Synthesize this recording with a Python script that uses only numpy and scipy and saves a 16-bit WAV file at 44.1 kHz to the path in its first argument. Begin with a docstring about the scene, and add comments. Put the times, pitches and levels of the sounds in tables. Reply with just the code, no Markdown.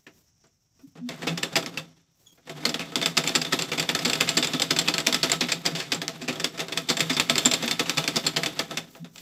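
"""An old cast-iron treadle sewing machine stitches cloth on a wooden table, heard from close by.
Cloth rustles and bumps open it; treadle hums lead into a short run of stitches from about 1.1 s.
A dry bearing squeaks near 2.3 s, then a long run lasts from 2.5 to 8.8 s and gives way to rustle and bumps.
Noise bursts and friction noise ring resonant modes of iron and table; sines make booms, hums and squeak.
Shaped noise makes the cloth and, throughout, a faint insect hiss and low room rumble."""
import sys
import numpy as np
from scipy import signal
from scipy.fft import rfft, irfft
from scipy.io import wavfile
from scipy.ndimage import uniform_filter1d

SR = 44100
rng = np.random.default_rng(int(sys.argv[2]) if len(sys.argv) > 2 else 0)


def materialize(psi):
    """Save the field psi as 16-bit PCM at rate SR to the path in sys.argv[1].

    A 1-D psi becomes a single channel; in a 2-D psi each row is a channel.
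    """
    bounded = np.clip(np.atleast_2d(psi).T, -1, 1)
    quanta = np.round(bounded * 32767).astype(np.int16)
    wavfile.write(sys.argv[1], SR, quanta)


N = 406161

# modes of the iron head, the wide ones its dense, damped ringing; levels are relative:
# (frequency [Hz], width [Hz], level when struck [dB], extra level when shaken gently [dB])
IRON_MODES = [(1301, 30, 1.5, 11.5), (1803, 130, -4.5, 4), (2155, 274, -0.5, 6.5), (2560, 380, 6.5, -4),
              (3080, 88, -8, -21), (3365, 110, 7, 0.5), (3539, 62, 11, 4.5), (3730, 100, -2.5, 12),
              (4310, 280, 2.5, -2), (4700, 210, -3, -22), (4940, 440, -6, -9), (6100, 200, -17.5, -1),
              (7346, 280, -2, -7.5), (12960, 220, -22, 0.5), (1570, 940, -42.5, -1.5),
              (3110, 760, -3.5, 10.5), (4660, 1570, -8, 2.5), (6870, 610, -32.5, 0.5),
              (10670, 4300, -29.5, 30), (14500, 7800, -56, -22)]
# modes of the wooden table, levels relative:
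# (frequency [Hz], width [Hz], level [dB], extra level under steady running [dB])
TABLE_MODES = [(162.6, 20, 0.5, 11.5), (254, 60, -2.5, 8), (313, 69, -9, -11), (372, 45, -6.5, 3),
               (481.3, 48, -2.5, -4), (658, 27.7, -2, 2.5), (791, 18, -8.5, -3), (1166, 780, -19.5, 4.5)]


def knocks():
    """Each knock is a blow and a ragged dying rattle that ring iron and table with a colour of their own."""
    s, db, hz, t60, thud_db = blows()
    t = np.arange(6000) / SR
    rattle, shiver, push = np.zeros((3, N))
    for k in range(len(s)):
        grit = rng.standard_normal((4, len(t)))
        # loose parts bounce against each other
        chatter_db = 23.0 * uniform_filter1d(grit[2], size=50) * (1 - np.exp(-t / 0.01))
        # short knocks are hard ones: a quicker rise and more crack
        crack = 0.026 / t60[k] * gain_of(-60 * t / 0.0029)
        rise = 1 - np.exp(-t / (0.023 * t60[k]))
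        decay = gain_of(-60 * t / t60[k]) + crack
        add(rattle, s[k], gain_of(db[k] + 2.5 + chatter_db) * grit[0] * decay * rise)

        # dull knocks land on wood and shake the iron less
        dull_db = 18.0 * min(np.log2(hz[k] / 2800), 0)
        shiver_db = db[k] - 9.5 + dull_db + chatter_db - 60 * t / 0.11
        add(shiver, s[k], gain_of(shiver_db) * grit[3] * rise)

        # the heavy table takes up and loses the blow at its own pace
        table_swell = gain_of(-60 * t / 0.14) * (1 - np.exp(-t / 0.0024))
        add(push, s[k], gain_of(db[k] + thud_db[k] + 4.0) * grit[1] * table_swell)

    # for every sample, the latest knock sets the colour
    latest = np.maximum(np.searchsorted(s * SR, np.arange(N), "right") - 1, 0)
    iron_hz, _, _, gentle_db = np.transpose(IRON_MODES)
    luck = rng.standard_normal((len(s), len(IRON_MODES) + len(TABLE_MODES)))
    # where the blow lands tilts the ringing up or down, and favours some modes by chance
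    tilt = np.log2(hz[:, None] / 3400) * np.clip(np.log2(iron_hz / 3000), -.7, 1.5)
    iron_shares = gain_of(6.83 * luck[:, :len(IRON_MODES)] + 46.0 * tilt)
    table_shares = gain_of(3.0 * luck[:, len(IRON_MODES):])

    iron = ring(lambda w: rattle * w[latest], IRON_MODES, iron_shares)
    table = ring(lambda w: push * w[latest], TABLE_MODES, table_shares)
    shaken = ring(lambda w: shiver * w, IRON_MODES, gain_of(gentle_db)[None])
    return iron + table + shaken


# each stitch the needle bar takes up its play, then lands, and the bed plate booms:
# (time [s], take-up level [dB], landing delay [ms], landing level [dB], landing rattle t60 [s], boom level [dB])
NEEDLE_STITCHES = [(1.22, -33.5, 8.5, -31, 0.024, -25), (1.5557, -17, 8.7, -13, 0.017, -35),
                   (2.6268, -39, 25.3, -14, 0.028, -20), (2.9195, -37, 37, -15.5, 0.017, -21.5),
                   (3.1689, -19, 6.4, -12.5, 0.031, -34), (3.3508, -16, 5.86, -16, 0.044, -21),
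                   (3.5233, -19, 7, -15.5, .022, -21), (3.7164, -20.5, 14.4, -26.5, .057, -24),
                   (3.8897, -19.5, 6.3, -24, 0.067, -24), (4.0487, -19.5, 6.1, -19, 0.041, -15),
                   (4.2033, -23, 5.45, -11.5, .018, -19), (4.369, -16, 4.9, -16, 0.056, -14.5),
                   (4.5338, -23, 5.6, -26.5, 0.14, -19), (4.704, -25, 2.8, -15.5, 0.047, -23),
                   (4.8766, -23, 6.7, -14, 0.035, -24), (5.0647, -19.5, 5.85, -13, 0.0066, -17.5),
                   (5.2298, -15, 8.9, -20, 0.046, -21), (5.408, -16, 5.5, -25, 0.15, -19),
                   (5.653, -23, 8, -16, 0.036, -38), (5.9189, -19, 4.8, -22, 0.055, -41),
                   (6.2784, -28.5, 5.2, -23, 0.029, -19), (6.5933, -24.5, 9.5, -19.5, 0.026, -31),
                   (6.895, -22.5, 5.34, -15, 0.021, -21.5), (7.0964, -20, 2.85, -21.5, 0.11, -14),
                   (7.29, -32, 6.9, -11.5, 0.029, -17), (7.4503, -18, 6.4, -10, .032, -16),
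                   (7.625, -23.5, 8.7, -29.5, 0.14, -16.5), (7.794, -16, 7.2, -21, .03, -34),
                   (7.9716, -19.5, 7.9, -15, 0.03, -40), (8.158, -20.5, 8.3, -14.5, 0.026, -27),
                   (8.362, -21.5, 6.7, -16, 0.027, -41), (8.5913, -18.5, 7.7, -30, .035, -44)]
# a third of a turn later the shuttle is caught: (time [s], level [dB], rattle t60 [s])
SHUTTLE_CATCHES = [(1.3746, -26.5, .049), (1.6614, -26.5, .014), (2.7417, -20.5, .027),
                   (3.0234, -21.5, .081), (3.241, -24.5, .015), (3.415, -22.5, .053), (3.5889, -21, .05),
                   (3.777, -21, .062), (3.949, -18, .028), (4.0978, -17, .024), (4.2724, -27, .14),
                   (4.4254, -19, .064), (4.5978, -19.5, .02), (4.7628, -20.5, .05), (4.9393, -19.5, .037),
                   (5.1258, -16.5, .026), (5.2967, -20.5, .032), (5.4849, -26.5, .11), (5.7495, -28, .13),
                   (6.0164, -23.5, .036), (6.3978, -23.5, .039), (6.7219, -24.5, .045), (6.9684, -20, .039),
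                   (7.1663, -16.5, .036), (7.3561, -18, .013), (7.5127, -16, .029), (7.6774, -18, .037),
                   (7.8561, -29.5, .1), (8.0402, -23.5, .018), (8.2378, -32, .093), (8.4331, -20.5, .034),
                   (8.7103, -27.5, .007)]
# half a turn later it is thrown back: (time [s], level [dB], rattle t60 [s])
SHUTTLE_THROWS = [(1.4311, -18.5, 0.032), (1.7733, -20.5, 0.03), (2.8027, -30.5, 0.11), (3.059, -13, 0.018),
                  (3.2745, -17, 0.018), (3.448, -25.5, 0.043), (3.6219, -19.5, 0.013),
                  (3.7964, -15.5, .033), (3.9898, -24, 0.039), (4.1317, -18, 0.029), (4.2902, -15.5, 0.023),
                  (4.445, -18, 0.027), (4.619, -13.5, 0.034), (4.7872, -12.5, 0.044),
                  (4.9811, -15.5, 0.019), (5.144, -14, 0.025), (5.317, -10.5, .016), (5.5182, -16.5, 0.046),
                  (5.8014, -26.5, 0.035), (6.0804, -23, 0.0086), (6.4433, -15.5, .024),
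                  (6.7738, -16.5, .03), (7.0046, -12.5, 0.033), (7.1978, -11, 0.019), (7.3796, -13, 0.037),
                  (7.5365, -12.5, 0.025), (7.711, -16.5, 0.029), (7.8953, -16.5, 0.017), (8.077, -15, 0.02),
                  (8.2647, -15, 0.048), (8.4595, -17.5, 0.031), (8.771, -20, 0.045)]
# further knocks in between, some leading just into a throw: (time [s], level [dB], rattle t60 [s])
LOOSE_KNOCKS = [(1.0886, -28.5, 0.039), (1.4279, -26, 0.03), (1.5282, -35, .043), (1.5717, -23.5, 0.033),
                (1.6246, -34, .046), (1.7408, -42.5, .029), (2.4946, -32, 0.036), (2.6917, -24.5, 0.034),
                (2.7936, -25, .026), (3.015, -23, 0.015), (3.2369, -26, 0.038), (3.2643, -29.5, 0.044),
                (3.282, -26, .018), (3.2933, -26, .015), (3.4654, -32, .027), (3.611, -29, 0.042),
                (3.8256, -23.5, 0.027), (3.9747, -36, 0.053), (4.0768, -26, .04), (4.154, -24.5, .023),
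                (4.4711, -22.5, 0.029), (4.8129, -27, .045), (5.001, -26.5, 0.051), (5.6707, -26.5, 0.039),
                (5.7825, -30.5, 0.21), (5.9456, -24, .026), (6.215, -34, 0.11), (6.289, -26, 0.072),
                (6.3264, -31, .034), (6.3559, -31.5, 0.042), (6.438, -33, .075), (6.5764, -32, 0.051),
                (6.6832, -31.5, 0.017), (6.7637, -39.5, 0.094), (6.8866, -23, 0.15), (6.995, -23, .026),
                (7.1263, -27.5, 0.12), (7.4785, -36, 0.053), (7.8817, -37, .09), (8.2522, -33, .019),
                (8.2903, -40, 0.043), (8.7035, -52, 0.037)]
# duller bumps on machine and table, mostly while it stands or starts:
# (time [s], level [dB], brightness [Hz], rattle t60 [s], relative thud into the table [dB])
DULL_BUMPS = [(0.0654, -43.5, 2000, 0.077, -6.5), (0.0707, -58, 1800, 0.052, -18),
              (0.4386, -64.5, 4080, 0.041, 6), (0.468, -61, 4880, 0.043, -13),
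              (0.7916, -70.5, 2560, 0.039, 12.5), (0.953, -59, 1880, 0.036, 11.5),
              (0.9716, -53.5, 3000, 0.017, 6.5), (1.101, -42, 2590, 0.18, -19),
              (1.2685, -23.5, 2910, 0.13, -2.5), (2.375, -60.5, 1890, 0.037, 3.5),
              (2.4728, -40, 2410, 0.028, -3), (2.5793, -46, 2550, 0.014, 4.5), (5.715, -49, 2600, 0.03, 9),
              (8.559, -52, 2510, 0.35, -14), (8.716, -63, 2580, 0.03, -4), (8.9504, -42, 2150, 0.014, -2.5),
              (9.0448, -40, 2850, 0.023, -6.5), (9.159, -39.5, 3460, 0.016, -12.5),
              (9.179, -39, 3860, 0.068, -23)]
# each part at the usual strength and fast pace: (brightness [Hz], relative thud into the table [dB])
TAKE_UP_SOUND, LANDING_SOUND = (3330, -9.5), (3270, -10)
CATCH_SOUND, THROW_SOUND, LOOSE_SOUND = (3460, -11.5), (3430, -14), (4180, -10.5)
USUAL_DB, TAKE_UP_T60_S = -20, 0.042
BRIGHTEN_OCTAVES_PER_DB, THUD_DB_PER_DB = 0.0233, -0.38  # harder knocks: brighter, less woody
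PACE_BRIGHTEN_OCTAVES = 0.059  # per octave of stitching speed: slow knocks are duller


def blows():
    """All knocks in time order: strength bends a part's colour and thud, pace its colour; bumps stay as listed."""
    s, up_db, delay_ms, down_db, down_t60, _ = np.transpose(NEEDLE_STITCHES)
    landed = s + delay_ms / 1e3
    take_ups = np.c_[s, up_db, np.full_like(s, TAKE_UP_T60_S)]
    landings = np.c_[landed, down_db, down_t60]
    parts = [(take_ups, TAKE_UP_SOUND), (landings, LANDING_SOUND), (SHUTTLE_CATCHES, CATCH_SOUND),
             (SHUTTLE_THROWS, THROW_SOUND), (LOOSE_KNOCKS, LOOSE_SOUND)]
    rows = list(DULL_BUMPS)
    for events, (hz, thud_db) in parts:
        for at, db, t60 in events:
            harder, faster = db - USUAL_DB, speed(at)
            octaves = BRIGHTEN_OCTAVES_PER_DB * harder + PACE_BRIGHTEN_OCTAVES * faster
            rows.append((at, db, hz * 2 ** octaves, t60, thud_db + THUD_DB_PER_DB * harder))
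    return np.transpose(sorted(rows))


BOOM_HZ, BOOM_DELAY_S = 246.3, 0.0032  # typical pitch, wait after the landing


def booms():
    """One clean low mode that swells and dies after the needle bar lands, slightly detuned each time."""
    out, t = np.zeros(N), np.arange(5000) / SR
    chance = rng.standard_normal((len(NEEDLE_STITCHES), 2))
    for (s, _, delay_ms, _, _, db), (detune, turn) in zip(NEEDLE_STITCHES, chance):
        landed = s + delay_ms / 1e3
        swing = np.sin(2 * np.pi * (BOOM_HZ * (1 + 0.032 * detune) * t + turn))
        swell = 1 - np.exp(-t / 0.0064)
        add(out, landed + BOOM_DELAY_S, gain_of(db - 60 * t / 0.15) * swell * swing)
    return out


def running():
    """Gritty friction of shafts and belt through the same iron and wood."""
    rub_db, rumble_db = pace()
    grit = rng.standard_normal((3, N))
    lumps_db = 90.0 * uniform_filter1d(grit[2], size=900)  # the drag comes and goes
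    rub = grit[0] * gain_of(rub_db + lumps_db)
    rumble = grit[1] * gain_of(rumble_db + lumps_db)
    gentle = gain_of(np.transpose(IRON_MODES)[3])[None]
    steady = gain_of(np.transpose(TABLE_MODES)[3])[None]
    return ring(lambda w: rub * w, IRON_MODES, gentle) + ring(lambda w: rumble * w, TABLE_MODES, steady)


# the wheel turns: (start [s], stop [s], extra rumble [dB])
WHEEL_RUNS = [(1.124, 1.72, 3.5), (2.501, 8.787, -0.1)]
# sliding parts, then the table under them: at the fast pace, with speed, outside a run
RUB_DB, RUB_DB_PER_OCTAVE, RUB_FADE_DB_PER_S = -42.5, 9.5, 74
RUMBLE_DB, RUMBLE_DB_PER_OCTAVE, RUMBLE_FADE_DB_PER_S = -40.5, 4, 100.5
START_STEEPNESS = 4  # a run starts this many times quicker than it dies


def pace():
    """Rub and rumble levels in dB: they follow the stitching speed and die away outside the runs."""
    octaves = speed(np.arange(N) / SR)
    idle = [outside(start, stop, START_STEEPNESS) for start, stop, _ in WHEEL_RUNS]
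    rub_db = -RUB_FADE_DB_PER_S * np.min(idle, axis=0)
    rumble_runs = [run[2] - RUMBLE_FADE_DB_PER_S * seconds for run, seconds in zip(WHEEL_RUNS, idle)]
    rumble_db = np.max(rumble_runs, axis=0)
    return (RUB_DB + RUB_DB_PER_OCTAVE * octaves + rub_db,
            RUMBLE_DB + RUMBLE_DB_PER_OCTAVE * octaves + rumble_db)


FAST_PER_S, SLOW_PER_S = 6, 2.6  # stitches a second: the reference pace, and the slowest counted


def speed(t):
    """Stitching speed in octaves above the fast pace, from the gaps between stitches."""
    s = np.append(np.transpose(NEEDLE_STITCHES)[0], N / SR)
    middles = (s[1:] + s[:-1]) / 2
    per_s = np.maximum(1 / np.diff(s), SLOW_PER_S)
    return np.log2(np.interp(t, middles, per_s) / FAST_PER_S)


def ticks():
    """Small bright ticks of loose parts at random moments ring the iron; their level follows the rub."""
    chance, size_db, grit = rng.random(N), 2.9 * rng.exponential(1, N), rng.standard_normal(N)
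    starts = (chance < 35.0 / SR) * gain_of(pace()[0] + size_db + 6.5)  # about 35 a second
    decay = gain_of(-60 * np.arange(800) / SR / 0.008)
    bursts = grit * signal.oaconvolve(starts, decay)[:N]
    bright = gain_of(54.0 * np.log2(np.transpose(IRON_MODES)[0] / 3000))[None]
    return ring(lambda w: bursts * w, IRON_MODES, bright)


# the treadle strains and the table hums: (time [s], level [dB], pitch [Hz], length [s])
TREADLE_HUMS = [(0.83, -38.5, 270, 0.039), (.87, -44, 157, 0.019), (.975, -38, 172, 0.058),
                (1.004, -27, 244, 0.097), (1.08, -36, 162, 0.06), (1.275, -25, 165, 0.097),
                (1.79, -41.5, 160, 0.073), (2.49, -38, 154.4, .11), (5.53, -32.5, 164, 0.078),
                (5.71, -30, 161, 0.064), (5.95, -32.5, 164.4, 0.072), (6.22, -30, 250, .04),
                (8.995, -33, 165.5, 0.062), (9.023, -35.5, 242, 0.033)]
# a dry bearing squeaks, pitch and relative level along its glide: (time [s], pitch [Hz], level [dB])
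BEARING_SQUEAK = [(2.258, 3450, -53), (2.274, 3360, -42), (2.29, 3330, -61), (2.305, 3250, -55),
                  (2.35, 3340, -66)]
# its harmonics: (multiple of the pitch [1], level [dB])
SQUEAK_HARMONICS = [(1, -2.5), (2, -6), (3, -11)]


def treadle():
    """Sines that swell and fade as low hums, and one wavering squeak with overtones."""
    out = np.zeros(N)
    for s, db, hz, length in TREADLE_HUMS:
        t = np.arange(0, length, 1 / SR)
        add(out, s, gain_of(db) * np.sin(2 * np.pi * hz * t) * np.sin(np.pi * t / length))

    s, hz, db = np.transpose(BEARING_SQUEAK)
    t = np.arange(s[0], s[-1], 1 / SR)
    turns = np.cumsum(np.interp(t, s, hz)) / SR
    grip_db = 52.0 * uniform_filter1d(rng.standard_normal(len(t)), size=150)  # the grip slips unevenly
    tone = sum(gain_of(level) * np.sin(2 * np.pi * k * turns) for k, level in SQUEAK_HARMONICS)
    level = gain_of(np.interp(t, s, db) + grip_db - 1.0)
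    add(out, s[0], level * tone * signal.windows.tukey(len(t), .15))
    return out


# fingers shift the cloth: (start [s], level [dB], length [s])
CLOTH_MOVES = [(0, -60, 0.079), (0.176, -51.5, 0.029), (.35, -70, 0.47), (0.837, -55, .04),
               (2.198, -54.5, .05), (2.27, -53.5, 0.077), (8.945, -42.5, 0.01), (9.08, -60, .06),
               (9.188, -39.5, .03)]
# colour of the fabric hiss: (frequency [Hz], relative level per Hz [dB])
CLOTH_SPECTRUM = [(200, 3), (1500, -15), (3500, -12), (7500, -9), (9000, -9), (15000, 1)]
RUSTLE_FADE_DB_PER_S = 185


def rustle():
    """Soft uneven hiss of fabric, fading in and out around each move."""
    moves = [db - RUSTLE_FADE_DB_PER_S * outside(s, s + length) for s, db, length in CLOTH_MOVES]
    level_db = np.max(moves, axis=0)
    lumps_db = 60.0 * uniform_filter1d(rng.standard_normal(N), size=600)
    return gain_of(level_db + lumps_db) * coloured(CLOTH_SPECTRUM, channels=1)[0]


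# how long the room rings: (frequency [Hz], t60 [s])
ROOM_DECAY = [(150, 0.55), (700, 0.14), (3500, 0.18), (8000, 0.18), (15000, 0.2)]


def room(x):
    """A noise tail whose bands die at their own speed."""
    hz, t, z = signal.stft(rng.standard_normal(SR // 2), SR, nperseg=256)
    decay = gain_of(-60 * t / read(ROOM_DECAY, hz)[:, None])
    tail = signal.istft(z * decay, SR, nperseg=256)[1]
    tail[:300] = 0  # a short gap before the room answers
    return signal.fftconvolve(x, tail / np.linalg.norm(tail))[:N]


# rumble and insects: (frequency [Hz], relative level per Hz [dB])
QUIET_SPECTRUM = [(18, -53), (30, -1), (112, 7.5), (179, -6.5), (252, -10.5), (449, -26), (584, -19),
                  (1040, -24.5), (4530, -27), (5590, -9.5), (7270, -23), (16000, -35)]
QUIET_DB = -62.5


def background():
    """Low room rumble and insect hiss: steady coloured noise whose level wavers."""
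    swell_db = 170.0 * uniform_filter1d(rng.standard_normal(N), size=3000)
    return gain_of(QUIET_DB + swell_db) * coloured(QUIET_SPECTRUM, channels=1)[0]


def gain_of(db):
    """Decibels to gain."""
    return 10 ** (np.asarray(db) / 20)


def read(points, hz):
    """Reads a spectrum on a log-frequency axis."""
    f, value = np.transpose(points)
    return np.interp(np.log(hz + 1), np.log(f + 1), value)


def add(mix, s, sound):
    """Mixes a sound in at s seconds."""
    part = mix[round(s * SR):][:len(sound)]
    part += sound[:len(part)]


def ring(drive, modes, shares):
    """Each mode resonates its own share of the drive; white noise of rms 1 comes out near rms 1."""
    hz, width, db = np.transpose(modes)[:3]
    r = np.exp(-np.pi * np.abs(width) / SR)  # wider modes die sooner
    weight = shares * gain_of(db)
    weight = weight / np.sqrt((weight ** 2 * (1 - r)).sum(axis=1, keepdims=True))
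    poles = r * np.exp(2j * np.pi * hz / SR)
    return sum(2 * signal.lfilter([1 - abs(p)], [1, -p], drive(weight[:, k])).real
               for k, p in enumerate(poles))


def coloured(points, channels):
    """Noise of rms 1 with a given spectrum."""
    z = rfft(rng.standard_normal((channels, N))) * gain_of(read(points, np.fft.rfftfreq(N, 1 / SR)))
    x = irfft(z, N)
    return x / x.std()


def outside(start, stop, steepness=1):
    """Seconds before or after a span, for every sample; those before count steepness times."""
    t = np.arange(N) / SR
    return np.maximum(np.maximum(steepness * (start - t), t - stop), 0)


# difference between left and right: (frequency [Hz], side level relative to the shared sound [dB])
STEREO_WIDTH = [(100, -75.5), (3500, -72), (5000, -32), (15000, -16.5)]


def scene():
    """Machine, room and background in two channels that differ slightly in the treble."""
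    machine = knocks() + booms() + running() + ticks() + treadle() + rustle()
    shared = machine + gain_of(-13) * room(machine) + background()
    # a scattered copy, opposite in left and right, lets the two channels differ slightly, mainly in the treble
    scatter = rng.standard_normal(900) * gain_of(-60 * np.arange(900) / 900)
    side = signal.oaconvolve(shared, scatter / np.linalg.norm(scatter))[:N]
    side = irfft(rfft(side) * gain_of(read(STEREO_WIDTH, np.fft.rfftfreq(N, 1 / SR))), N)
    return np.array([shared + side, shared - side])


# microphone response: (frequency [Hz], level [dB])
MICROPHONE_RESPONSE = [(30, -12.5), (100, -10), (160, -2.5), (7800, -2.5), (9200, -13), (16000, -12)]
EDGE_HZ = 15400  # band limit


def record(dry):
    """The microphone's thin bass and treble step, a soft overload on the hardest knocks, then the band limit."""
    response = gain_of(read(MICROPHONE_RESPONSE, np.fft.rfftfreq(N, 1 / SR)))
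    heard = irfft(rfft(dry) * response, N)
    rounded = 1.1 * np.tanh(heard / 1.1)
    lowpass = signal.firwin(127, EDGE_HZ, window=("kaiser", 11), fs=SR)
    return signal.oaconvolve(rounded, lowpass[None], "same")


dry = scene()
out = record(dry)
materialize(out)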